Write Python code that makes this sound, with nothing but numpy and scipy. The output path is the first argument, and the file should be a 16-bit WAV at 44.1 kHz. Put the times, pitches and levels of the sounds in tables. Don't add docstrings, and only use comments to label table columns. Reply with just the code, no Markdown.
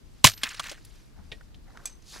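import sys
import numpy as np
from scipy import signal
from scipy.io import wavfile

SR = 44100
rng = np.random.default_rng(int(sys.argv[2]) if len(sys.argv) > 2 else 0)


def wav_record(signal):
    frames = np.transpose(np.atleast_2d(signal))
    bounded = np.clip(frames, -1, 1)
    quanta = np.round(bounded * 32767).astype(np.int16)
    wavfile.write(sys.argv[1], SR, quanta)


def natural_amplitude(level_db):
    exponent = np.asarray(level_db, float) / 20
    return 10 ** exponent


N = 97020


def at_hz(points, hz):
    point_hz, point_db = np.transpose(points)
    return np.interp(np.log(hz), np.log(point_hz), point_db)


def rms_one(x):
    return x / np.sqrt(np.mean(x ** 2) + 1e-20)


def filtered(x, kind, hz):
    return signal.sosfilt(signal.butter(2, hz, kind, fs=SR, output="sos"), x)


def ring(x, hz, t60_s):
    r = natural_amplitude(-60 / (max(t60_s, 1e-4) * SR))
    w = 2 * np.pi * min(hz, .45 * SR) / SR
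    return signal.lfilter([0, np.sin(w)], [1, -2 * r * np.cos(w), r * r], x + 1e-18)


def drift(rate_hz, size):
    settle = 8000
    r = np.exp(-2 * np.pi * rate_hz / SR)
    wander = signal.lfilter([1], [1, -2 * r, r * r], rng.standard_normal(size + settle))
    return rms_one(wander[settle:])


def grains(colour, size, rate_hz, cycles, uneven_db, count=24):
    draw = rng.random((4, size))
    happens = draw[0] < rate_hz / SR
    height = natural_amplitude(uneven_db * np.minimum(-np.log(draw[1] + 1e-9), 4))
    clicks = happens * height * np.sign(draw[2] - .5)
    dealt = (draw[3] * count).astype(int)
    out = 0
    for k, hz in enumerate(np.geomspace(colour[0][0], colour[-1][0], count)):
        once = ring(clicks * (dealt == k), hz, cycles / np.sqrt(2000 * hz))
        twice = ring(once, hz, 5 / np.sqrt(2000 * hz))
        out = out + natural_amplitude(at_hz(colour, hz)) * hz ** 1.378 * twice
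    return rms_one(out)


def stroke(curve, colour, rate_hz, cycles, uneven_db, lumpy_db, lump_hz):
    s, db = np.transpose(curve)
    a, b = int(min(s) * SR), min(int(max(s) * SR), N)
    level_db = np.interp(np.arange(a, b) / SR, s, db) + lumpy_db * drift(lump_hz, b - a)
    out = np.zeros(N)
    out[a:b] = natural_amplitude(level_db) * grains(colour, b - a, rate_hz, cycles, uneven_db)
    return out


def struck(hits, modes, contact_s):
    flutter_db, flutter_hz = 4, 70
    out, t = np.zeros(N), np.arange(200) / SR
    a = int(hits[0][0] * SR)
    for hz, db, t60_s in modes:
        force = np.zeros(N + 200)
        for s, hit_db in hits:
            i = int(s * SR)
            touch = rng.standard_normal(200) * np.exp(-t / contact_s)
            force[i:i + 200] += natural_amplitude(db + hit_db) * touch / np.sqrt(np.sum(touch ** 2))
        flutter = natural_amplitude(flutter_db * drift(flutter_hz, min(SR // 3, N - a)))
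        out[a:a + SR // 3] += ring(force[a:a + SR // 3], hz, t60_s)[:N - a] * flutter
    return out


def knocks(table, colour, broad_db, cycles, rise_s):
    size = 6000
    out, t = np.zeros(N + size), np.arange(size) / SR
    grit = grains(colour, N + size, 20000, 6.0, 2.5)
    for s, db, hz, t60_s in table:
        i = int(s * SR)
        once = ring(rng.standard_normal(size), hz, cycles / hz)
        tone = rms_one(ring(once, hz, 3 / hz))
        shape = (1 - np.exp(-t / rise_s)) * natural_amplitude(-60 * t / max(t60_s, .004))
        out[i:i + size] += natural_amplitude(db - 5) * shape * (tone + natural_amplitude(broad_db) * grit[i:i + size])
    return out[:N]


# (frequency [Hz], density [dB per Hz])
AIR = [(12, -27), (20, 2.5), (344, -21), (407, -27), (1050, -34.5), (2870, -39.5), (3690, -38),
       (15800, -52)]


def air():
    air_db, gust_db, wind_left_db = -54, 2.5, 5
    edges_hz = 20 * 2 ** np.arange(0, 10, .5)
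    white = rng.standard_normal((2, 2, N))
    gust = np.array([drift(3.2, N), drift(5, N)])
    wind_db = gust_db * gust + wind_left_db * np.array([[.5], [-.5]])
    out = 0
    for k, (low, high) in enumerate(zip(edges_hz, edges_hz[1:])):
        band = filtered(white[k % 2], "band", [low, min(high, .45 * SR)])
        hz = np.sqrt(low * high)
        out = out + natural_amplitude(at_hz(AIR, hz) + wind_db / (1 + (hz / 250) ** 2)) * band
    return natural_amplitude(air_db + 4) * rms_one(out)


# (time [s], level [dB])
SHUFFLE = [(0, -72.5), (.2, -65), (.85, -63), (.98, -61.5), (1.12, -71.5), (1.36, -66), (1.55, -76.5),
           (1.8, -64.5), (1.9, -59.5), (1.98, -70.5), (2.2, -57.5)]
# (frequency [Hz], density [dB per Hz])
CLOTH = [(700, -5.5), (1800, -1), (3500, -3.5), (4900, -1.5), (6500, -5.5), (13000, -18)]


def shuffle():
    return stroke(SHUFFLE, CLOTH, 9000, 12.0, 2.7, 0.86, 20)


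# (time [s], level [dB])
SOLE = [(1.1, -82.5), (1.18, -58), (1.24, -70), (1.6, -75), (1.7, -62), (1.8, -53), (1.9, -62),
        (2.0, -71.5)]
# (frequency [Hz], density [dB per Hz])
SOLE_COLOUR = [(200, -1.5), (700, -2.5), (1050, -8), (1500, -8), (2200, -19)]


def sole_creak():
    return stroke(SOLE, SOLE_COLOUR, 1500, 40.0, 2.5, 2.77, 38.9)


# (time [s], level [dB])
DRAG = [(2.02, -75), (2.07, -57), (2.11, -46), (2.15, -45.5), (2.2, -51.5)]
# (frequency [Hz], density [dB per Hz])
DRAG_COLOUR = [(2400, -9.5), (3600, -2.5), (4800, 2.5), (5700, -6.5), (6400, 2.5), (7200, -7.5),
               (11000, -12.5), (15000, -27.5)]
# (time [s], level [dB])
GRIND = [(2.08, -94), (2.13, -54.5), (2.16, -44), (2.2, -54.5)]
# (frequency [Hz], density [dB per Hz])
GRIND_COLOUR = [(300, -12.5), (420, -2), (600, -12), (1500, -9.5), (2600, -15)]


def head_drag():
    scrape = stroke(DRAG, DRAG_COLOUR, 16000, 16.0, 2.5, 1.0, 60)
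    return scrape + stroke(GRIND, GRIND_COLOUR, 3000, 7.7, 3.14, 0.79, 40)


# (time [s], level [dB])
STEEL_HITS = [
    (1.8562, -28),
    (1.858, -36.5),
    (1.8725, -43.5),
    (1.896, -55),
]
# (frequency [Hz], level [dB], t60 [s])
STEEL = [(2430, -16, 0.094), (3450, -10, .08), (6160, -18.5, 0.25), (6570, -2, 0.035), (7910, 0, 0.036),
         (8260, -27.5, 0.25), (10540, -11.5, 0.035), (12830, -13, .04)]


def steel_touch():
    return struck(STEEL_HITS, STEEL, 0.0002246)


# (time [s], level [dB])
CHIP_HITS = [
    (1.317, -44.5),
    (1.321, -36),
]
# (frequency [Hz], level [dB], t60 [s])
CHIP = [(1884, -6, 0.1), (2433, -3, 0.048), (3800, 4, 0.027)]


def chip_drop():
    return struck(CHIP_HITS, CHIP, 0.0013)


# (time [s], peak [dB], pitch [Hz], t60 [s])
GRIT = [
    (1.3165, -31.5, 3410, 0.084),
    (1.856, -30.5, 6240, 0.057),
    (1.872, -38.5, 5880, 0.081),
]


def grit_under():
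    return knocks(GRIT, CRUNCH, -30.5, 3.45, 0.0009)


# (time [s], level [dB])
ROLL = [(.35, -67), (.42, -49.5), (.45, -36), (.53, -44), (.575, -49.5), (.62, -45.5), (.68, -41.5),
        (.74, -49.5), (.8, -65)]
# (frequency [Hz], density [dB per Hz])
GRAVEL = [(1000, -11), (1400, -3), (1800, 2.5), (3200, -4.5), (4700, -10), (8100, -16), (15500, -31)]


def roll():
    return stroke(ROLL, GRAVEL, 5000, 14.0, 3.5, 2.2, 50)


# (time [s], peak [dB], pitch [Hz], t60 [s])
TICKS = [(.512, -41.5, 1680, 0.078), (.569, -37.5, 5000, 0.065), (.777, -39.5, 1740, .035),
         (.848, -39.5, 4660, 0.029), (.849, -39, 10200, 0.031), (1.178, -54, 894, 0.075),
         (1.319, -32.5, 470, 0.11), (1.409, -36.5, 1564, .025), (1.544, -43, 3683, 0.041),
         (1.704, -42.5, 1540, .025), (1.772, -25, 1500, 0.014), (1.7725, -32.5, 3800, 0.0096),
         (2.022, -45.5, 6276, 0.024)]


def pebble_ticks():
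    return knocks(TICKS, CRUNCH, -13.5, 7.3, 0.001)


# (time [s], peak [dB], pitch [Hz], t60 [s])
KNOCKS = [(.433, -6.5, 3240, 0.032), (.448, -24.5, 3040, 0.012), (.469, -25, 1770, 0.02),
          (.489, -25, 6940, 0.027), (.543, -25.5, 2760, 0.027), (.547, -30, 5200, 0.015),
          (.595, -14.5, 1240, 0.034), (.599, -18, 4630, 0.013), (.639, -31, 2200, 0.03),
          (.694, -26, 5800, 0.041), (.714, -24, 640, 0.041)]
# (frequency [Hz], density [dB per Hz])
CRUNCH = [(800, -28.5), (1200, -9.5), (3000, -0.5), (8100, -11), (15500, -31.5)]


def halves_knock():
    return knocks(KNOCKS, CRUNCH, -1.5, 6.4, .002)


# (time [s], level [dB], pitch [Hz], t60 [s])
THUMPS = [
    (0.2433, -12, 227, 0.018),
    (0.2503, -7, 130, 0.029),
    (.27, -34.5, 100.8, .15),
    (.434, -40, 248, 0.058),
    (0.592, -46.5, 159, 0.081),
    (0.715, -42, 324, 0.036),
    (1.177, -52, 74, 0.85),
    (1.189, -50, 188, 0.115),
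    (1.315, -45, 149.5, 0.056),
]


def thumps():
    out, t = np.zeros(N + SR // 2), np.arange(SR // 2) / SR
    for s, db, hz, t60_s in THUMPS:
        i = int(s * SR)
        onset = 1 - np.exp(-t * hz * 2.7)
        out[i:i + len(t)] -= natural_amplitude(db + 12 - 60 * t / t60_s) * np.sin(2 * np.pi * hz * t) * onset
    return out[:N]


# (frequency [Hz], level [dB], t60 [s])
LOG = [(1044, -4.5, 0.014), (660, -31, 0.17), (1450, -13.5, 0.018), (2240, -15.5, 0.023), (2896, -6, 0.014),
       (13000, -40.5, 0.34)]


def log_blow():
    blow_s = .2428
    hits = [(blow_s, -3), (blow_s + 0.0016, -1.5), (blow_s + .004, -3)]
    return struck(hits, LOG, 0.00053)


# (time [s], peak [dB], pitch [Hz], t60 [s])
SNAPS = [
    (.2535, -7, 2900, .015),
    (.261, -3.5, 7000, .012),
    (.2685, -6.5, 2000, .015),
    (.2735, -3.5, 3300, 0.013),
    (.286, -17.5, 4426, .03),
    (.297, -19.5, 4800, 0.019),
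    (.317, -28, 6000, .02),
    (.336, -31, 4900, 0.027),
    (.376, -36, 4783, 0.04),
]


def splinter_snaps():
    return knocks(SNAPS, FIBRE, -3, 4.0, 0.00056)


# (time [s], level [dB])
TEAR = [(.2375, -53.5), (.2424, -33.5), (.243, -6), (.251, -6), (.258, -22), (.274, -15), (.294, -34),
        (.33, -50.5), (.36, -61)]
# (frequency [Hz], density [dB per Hz])
FIBRE = [(500, -30), (900, -19), (1600, -7.5), (3200, -4.5), (6000, -7), (9000, -11.5), (12000, -20),
         (15500, -29.5)]


def wood_tear():
    return stroke(TEAR, FIBRE, 14000, 9.0, 3.0, 1.8, 150)


def ports(x):
    port_hz, port_shelf_db = 520, -19.5
    spread_hz, spread_db = 7000, -13
    high = filtered(x, "high", port_hz)
    right = high + natural_amplitude(port_shelf_db) * (x - high)
    scatter = rng.standard_normal(220) * np.exp(-np.arange(220) / 40)
    side = np.convolve(x, scatter / np.sqrt(np.sum(scatter ** 2)))[:N]
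    side = natural_amplitude(-24.0) * side + natural_amplitude(spread_db) * filtered(side, "high", spread_hz)
    return np.array([natural_amplitude(-1.1) * x + side, natural_amplitude(-0.57) * right - side])


def scene():
    chop = wood_tear() + splinter_snaps() + log_blow()
    fall = halves_knock() + pebble_ticks() + roll()
    moves = shuffle() + sole_creak()
    head = steel_touch() + chip_drop() + grit_under() + head_drag()
    return ports(chop + fall + moves + head + thumps()) + air()


def roll_off(x):
    return signal.sosfilt(signal.butter(12, 15900, fs=SR, output="sos"), x)


def record(dry):
    flattened = dry / (1 + np.abs(dry) ** 8) ** (1 / 8)
    lowpass = signal.cheby2(10, 50, 15900 * 1.3, fs=SR, output="sos")
    mix = signal.sosfilt(lowpass, flattened)
    return roll_off(mix)


dry = scene()
out = record(dry)
wav_record(out)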